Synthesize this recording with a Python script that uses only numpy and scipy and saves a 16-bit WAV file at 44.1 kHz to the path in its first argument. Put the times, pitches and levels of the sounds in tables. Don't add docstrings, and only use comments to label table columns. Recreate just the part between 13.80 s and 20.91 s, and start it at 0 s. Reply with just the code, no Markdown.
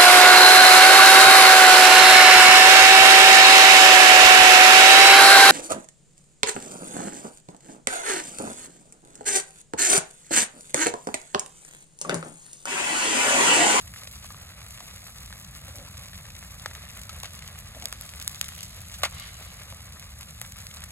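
import sys
import numpy as np
from scipy import signal
from scipy.fft import rfft, irfft, next_fast_len
from scipy.io import wavfile
from scipy.ndimage import uniform_filter1d, map_coordinates

SR = 44100
rng = np.random.default_rng(int(sys.argv[2]) if len(sys.argv) > 2 else 0)


def transcribe(signal):
    frames = np.atleast_2d(signal).T
    limited = np.clip(frames, -1, 1)
    pcm = np.round(limited * 32767).astype(np.int16)
    wavfile.write(sys.argv[1], SR, pcm)


N = 313551


def amp(db):
    return 10 ** (np.asarray(db) / 20)


def unit(x):
    return x / np.sqrt(np.mean(x ** 2) + 1e-20)


def along(points, hz):
    f, values = np.transpose(points)
    return np.interp(np.log(hz + 1), np.log(f + 1), values)


def curves(rows):
    times, *columns = np.transpose(rows)
    return [np.interp(np.arange(N) / SR, times, column) for column in columns]


def wobble(rate):
    return map_coordinates(rng.standard_normal(2048), [np.arange(N) * rate / SR], mode="wrap")


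def filtered(x, response):
    size = next_fast_len(N + SR // 2)
    return irfft(rfft(x, size) * response(np.fft.rfftfreq(size, 1 / SR)), size)[..., :N]


def causal(gain):
    cepstrum = irfft(np.log(np.maximum(gain, 1e-6)))
    half = cepstrum.shape[-1] // 2
    return np.exp(rfft(cepstrum * np.r_[1, np.full(half - 1, 2), 1, np.zeros(half - 1)]))


def placed(start, waves):
    at = (np.abs(start) * SR).astype(int) + np.arange(waves.shape[1])
    return np.bincount(at.ravel(), waves.ravel(), N)[:N]


def stereo(pair, spectrum):
    # f/Hz, coherence
    coherence = [(100, 0.99), (1200, 0.92), (3100, 1), (4000, 0.76), (5200, 0.97), (9000, 1), (15000, 1)]

    def mixing(hz):
        angle = np.arccos(np.clip(along(coherence, hz), -1, 1)) / 2
        return amp(along(spectrum, hz)) * [np.cos(angle), np.sin(angle)]

    mid, side = filtered(pair, mixing)
    return unit(np.array([mid + side, mid - side]))


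def arrival(x, blend):
    # f/Hz, wider spread/rad, narrower spread/rad
    leads = [(1100, .08, .05), (2100, 1.11, .8), (3200, 2.88, 2.4), (6000, 2.85, 2.5), (6400, .8, .8),
             (6900, 0, 0), (9100, -3.14, -3.1), (11400, -6.27, -6.2), (13600, -9.4, -9.3),
             (15600, -12.55, -11.8)]
    lead_hz, wide, narrow = np.transpose(leads)
    lead = np.transpose([lead_hz, wide + blend * (narrow - wide)])
    phase = lambda hz: along(lead, hz) * np.minimum(hz / lead_hz[0], 1)
    return filtered(x, lambda hz: np.exp(.5j * np.outer([1, -1], phase(hz))))


def wind(gain_db=.35):
    # t/s, relative level/dB
    strength = [(0, -46), (0.7, -48.5), (1.3, -48), (1.8, -45), (2.5, -46.5), (3.5, -46), (4.1, -47.5),
                (4.6, -46), (5.3, -46.5), (6.4, -47), (7.1, -46)]
    # f/Hz, relative level/dB
    spectrum = [(18, -24), (30, -28), (42, -4), (58, 0.5), (85, 0.5), (125, -4.5), (195, -10), (250, -21.5),
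                (320, -28.5), (600, -49)]
    rumble_db, = curves(strength)
    return amp(rumble_db + gain_db) * stereo(rng.standard_normal((2, N)), spectrum)


def tree_line(x, rise_s=.048, trunks_per_s=360, spread_db=6):
    # delay/s, level/dB, t60/s
    stands = [(.14, -19, 0.68), (.41, -30.5, 0.97)]
    # f/Hz, relative level/dB
    spectrum = [(300, -25), (800, -9), (1500, -2), (2300, 0), (4300, -1), (6500, -7), (14000, -35)]
    t = np.arange(int(1.5 * SR)) / SR
    fade = sum(amp(db - 60 * np.maximum(t - delay, 0) / t60) / (1 + np.exp((delay - t) / rise_s))
               for delay, db, t60 in stands)
    trunks = rng.standard_normal((2, N))
    trunks *= amp(spread_db * (wobble(trunks_per_s) + rng.standard_normal((2, N))))
    patter = filtered(trunks, lambda hz: amp(along(spectrum, hz)))[:, :len(t)]
    impulse_response = unit(patter) * fade / np.sqrt(.05 * SR)
    return signal.fftconvolve(x[:1], impulse_response, axes=1)[:, :N]


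def fizz(wood_db, twig_db, crossover_hz=3600, gain_db=3):
    # f/Hz, relative level/dB
    spectrum = [(150, -29), (380, -9), (560, -1), (720, -1), (950, -5), (1180, 1.5), (1480, -2.2),
                (2200, 0), (3000, -2), (3900, .3), (5200, -3.5), (6600, -3), (8500, .2), (11500, -3.8),
                (15300, -16), (16200, -40)]

    def sparks(flicker_db):
        noise = rng.standard_normal((2, N))
        spiky_db = flicker_db * wobble(260) + 3.2 * rng.standard_normal(N)
        return stereo(noise * amp(spiky_db), spectrum)

    low_share = lambda hz: 1 / (1 + (hz / crossover_hz) ** 4)
    wood = filtered(sparks(flicker_db=2.0), lambda hz: np.sqrt(low_share(hz)))
    twigs = filtered(sparks(flicker_db=2.5), lambda hz: np.sqrt(1 - low_share(hz)))
    return amp(wood_db + gain_db) * unit(wood) + amp(twig_db + gain_db) * unit(twigs)


def flares(note_share=.33, sag=.156, waver_rad=.99):
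    # t/s, duration/s, level/dB, starting f/Hz
    jets = [(1.004, .05, -53, 770), (1.875, .03, -50, 580), (1.93, .12, -51.5, 620), (3.44, .035, -53, 720),
            (3.958, .022, -46.5, 650), (4.012, .072, -49, 740), (5.922, .02, -51, 620)]
    # f/Hz, relative level/dB
    spectrum = [(130, -32), (230, 2), (370, -12), (550, -2), (720, 0), (950, -12), (2000, -52), (5000, -60)]
    t = np.arange(N) / SR
    huff = stereo(rng.standard_normal((2, N)) * amp(1.4 * wobble(90)), spectrum)
    waver = waver_rad * wobble(90)
    out = np.zeros((2, N))
    for start, duration, db, hz in jets:
        on = (t >= start) & (t < start + duration)
        spent = (t[on] - start) / duration
        note = np.sin(2 * np.pi * np.cumsum(hz * (1 - sag * spent)) / SR + waver[on])
        flame = np.sqrt(1 - note_share) * huff[:, on] + np.sqrt(2 * note_share) * note
        out[:, on] += amp(db) * np.sqrt(np.sin(np.pi * spent)) * flame
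    return out


def bursts(rows, direct, width, pile_db, pile_t60, q, size=2400):
    # f/Hz, relative level/dB
    path = [(100, -26), (330, -7), (620, 2), (950, -3), (1180, 1), (1480, -2), (2100, .5), (2700, -.5),
            (3900, 1.5), (5600, -1.5), (9500, 1), (14000, -4), (16500, -13)]
    start, db, centre, t60 = np.transpose(rows)[:, :, None]
    t, hz = np.arange(size) / SR, np.fft.rfftfreq(size, 1 / SR) + 1
    tail_db = pile_db - .6 * np.clip(db + 40, 0, 15)
    fade = amp(-60 * t / t60) + amp(tail_db - 60 * t / pile_t60)
    noise = rng.standard_normal((len(start), 2, size)).transpose(1, 0, 2)
    mid, side = noise * fade / np.linalg.norm(fade, axis=1, keepdims=True)
    mid[:, :1] += direct * (.01 / t60) ** .7
    pair = np.array([mid + width * side, mid - width * side])
    pocket = 1 / (1 + 1j * q * (hz / centre - centre / hz)) / (1 + 1j * hz / (5 * centre))
    waves = irfft(rfft(pair) * pocket * causal(amp(along(path, hz))))
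    energy = np.mean(np.sum(waves ** 2, axis=2, keepdims=True), axis=0)
    waves *= amp(db) / np.sqrt(energy / (.005 * SR))
    return np.array([placed(start, channel) for channel in waves])


def bunches(rate_hz=30, span_s=.2):
    flurry = wobble(rate_hz)
    return unit(np.tanh(flurry - uniform_filter1d(flurry, int(span_s * SR))))


def crackle(twig_db, bunching, count=850, bunch_depth=.55):
    thick_hz, thin_hz, thin_bias = 1200, 11900, 1.82
    faintest_db, spread_db, range_db = 1, 3.5, 9
    when, strength, pitch, decay = rng.random((count, 4)).T
    cumulative_rate = np.cumsum(amp(twig_db) * np.exp(bunch_depth * bunching))
    at = np.searchsorted(cumulative_rate, when * cumulative_rate[-1])
    db = twig_db[at] + faintest_db + np.minimum(-spread_db * np.log(strength), range_db)
    centre_hz = thick_hz * (thin_hz / thick_hz) ** (pitch ** (1 / thin_bias))
    scatter_t60 = .003 + .009 * decay
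    rows = np.transpose([at / SR, db, centre_hz, scatter_t60])
    return bursts(rows, direct=.8, width=.22, pile_db=-10, pile_t60=.06, q=1.1)


def rings(modes, size=3000, rise_s=.0002):
    start, db, hz, cycles = np.transpose(modes)[:, :, None]
    t, t60 = np.arange(size) / SR, cycles / hz
    envelope = amp(db - 60 * t / t60) * (1 - np.exp(-t / rise_s))
    return placed(start, envelope * np.sin(2 * np.pi * hz * t))


def knocks(thud_db=-12.5, thud_t60=.01, cutoff_hz=454):
    # t/s, level/dB, f/Hz, cycles to decay by 60 dB
    modes = [(.221, -39, 1180, 13), (0.2737, -36, 570, 7), (.4445, -34, 1210, 14), (.505, -33.5, 1190, 25),
             (.545, -34.5, 1160, 12), (1.0055, -33.5, 1100, 13), (1.283, -37.5, 1310, 8),
             (1.527, -33, 1650, 14), (2.8596, -17.5, 1770, 20), (2.86, -26, 780, 10.5),
             (2.9126, -29, 1250, 5), (3.293, -33.5, 1300, 66), (3.4334, -26, 795, 10),
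             (3.4332, -30, 1150, 17), (4.1266, -23, 1860, 12), (4.1268, -35, 680, 3),
             (4.6122, -33, 2350, 10), (5.2345, -17.5, 670, 2), (5.2343, -17.5, 1110, 17),
             (5.2398, -16.5, 2170, 47), (5.2358, -22, 1480, 34), (5.611, -39, 480, 3),
             (5.9245, -36, 1100, 8), (6.6147, -27.5, 2040, 27), (6.6155, -35, 740, 10),
             (6.969, -41, 1160, 14)]
    start, db, hz, _ = np.transpose(modes)
    thuds = np.transpose([start, db + thud_db, hz, np.full(len(start), thud_t60)])
    radiation = signal.butter(2, cutoff_hz, "highpass", fs=SR, output="sos")
    ring = signal.sosfilt(radiation, rings(modes))
    return ring + bursts(thuds, direct=.19, width=.076, pile_db=-19, pile_t60=.038, q=.76)


def pops():
    # t/s, level/dB over 5 ms, centre f/Hz, scatter t60/s
    pockets = [(.1386, -46, 5640, 0.0061), (.175, -46, 5600, .012), (.186, -44, 3600, .008),
               (.2729, -36, 4000, 0.028), (.3145, -45, 12500, .006), (.426, -48, 3900, .01),
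               (.4445, -47, 3000, 0.012), (.4584, -43, 4220, 0.01), (.505, -47, 1990, 0.016),
               (.691, -48.5, 4800, 0.0064), (.907, -40, 5770, .012), (1.0036, -39, 4020, 0.043),
               (1.2725, -52, 3500, 0.0064), (1.2833, -49, 3900, 0.0046), (1.4595, -41, 7050, 0.023),
               (1.527, -47, 2470, 0.01), (1.9575, -40, 7500, 0.0089), (1.9845, -43.5, 4000, 0.0087),
               (2.1725, -42.5, 4200, 0.0055), (2.1795, -42, 4800, 0.0063), (2.2836, -42.5, 5000, 0.011),
               (2.5035, -41.5, 4400, 0.0094), (2.7975, -41.5, 4600, 0.0068), (2.8596, -32.5, 3000, 0.016),
               (2.9515, -37.5, 3330, 0.0086), (3.1732, -39.5, 7840, 0.0093), (3.2165, -40, 5000, 0.0065),
               (3.2345, -40, 6200, 0.014), (3.293, -34, 4000, 0.059), (3.4013, -39, 4200, 0.0046),
               (3.4334, -32, 3820, .011), (3.4435, -33.5, 2400, 0.09), (3.4569, -35, 4400, .018),
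               (3.5915, -40.5, 4600, 0.0068), (3.6235, -40.5, 2840, 0.0099), (3.6771, -38, 5430, 0.017),
               (3.789, -38.5, 8600, 0.0051), (4.0232, -36, 2400, 0.009), (4.0563, -25, 5600, 0.0076),
               (4.1266, -31.5, 7460, .0036), (4.2114, -33.5, 11500, 0.0024), (4.2919, -38, 5600, .0086),
               (4.3375, -40, 3120, .008), (4.3998, -36.5, 5600, 0.0083), (4.4136, -35.5, 3560, 0.028),
               (4.4248, -35.5, 7200, 0.0089), (4.4779, -22, 8400, .0052), (4.5464, -37.5, 5000, .007),
               (4.6127, -21, 4870, 0.01), (4.6429, -35, 5000, .016), (4.684, -37, 7450, .004),
               (4.6884, -36, 7000, 0.0076), (4.8074, -35.5, 4050, 0.0068), (4.83, -31.5, 6100, 0.055),
               (5.122, -44, 5500, 0.0061), (5.1397, -34, 5000, 0.12), (5.3976, -35.5, 6200, 0.03),
               (5.9245, -43, 2200, 0.0085), (6.1965, -40, 7500, .02), (6.4095, -39.5, 7000, 0.014),
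               (6.615, -30, 9300, 0.0072), (6.7219, -39, 6800, .006), (6.8685, -36, 5600, 0.0054),
               (6.9125, -41, 3400, .012), (6.9702, -39, 3580, 0.027), (7.039, -35, 6840, 0.021)]
    # t/s, level/dB over 5 ms, centre f/Hz, scatter t60/s
    tear = [(5.2329, -23.5, 3500, 0.026), (5.2346, -22, 2780, .012), (5.2363, -25.5, 2000, .0087),
            (5.2397, -24.5, 1810, 0.06), (5.2485, -27, 4500, 0.034), (5.2522, -23.5, 1660, 0.079)]
    return bursts(pockets + tear, direct=.62, width=.22, pile_db=-17, pile_t60=.08, q=.75)


def scene():
    # t/s, thick wood level/dB, thin twig level/dB
    burn = [(0.0, -59.5, -51.5), (0.44, -56, -52), (0.71, -55.5, -54.5), (1.03, -55, -52),
            (1.5, -57.5, -52.5), (1.7, -56, -54.5), (2.04, -54, -53), (2.5, -56, -53), (2.93, -54, -53),
            (3.5, -54, -52.5), (3.88, -54, -54.5), (4.1, -54, -52.5), (4.75, -56, -51), (4.97, -55, -53),
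            (5.15, -56, -52), (5.33, -54.5, -52), (6.06, -55, -53.5), (6.4, -56.5, -53.3), (6.79, -56, -52),
            (7.11, -54.5, -54)]
    swell_db, balance_db = 1.48, .2
    wood_db, twig_db = curves(burn)
    bunching = bunches()
    loud = pops() + knocks()
    bed = fizz(wood_db + swell_db * bunching, twig_db) + flares()
    twigs = crackle(twig_db, bunching)
    fire = arrival(bed, blend=0) + arrival(twigs, blend=.34) + arrival(loud, blend=1)
    return fire * amp([[balance_db], [-balance_db]]) + tree_line(loud) + wind()


def record(dry, cutoff_hz=15850):
    return filtered(dry, lambda hz: 1 / np.sqrt(1 + (hz / cutoff_hz) ** 160))


dry = scene()
out = record(dry)
transcribe(out)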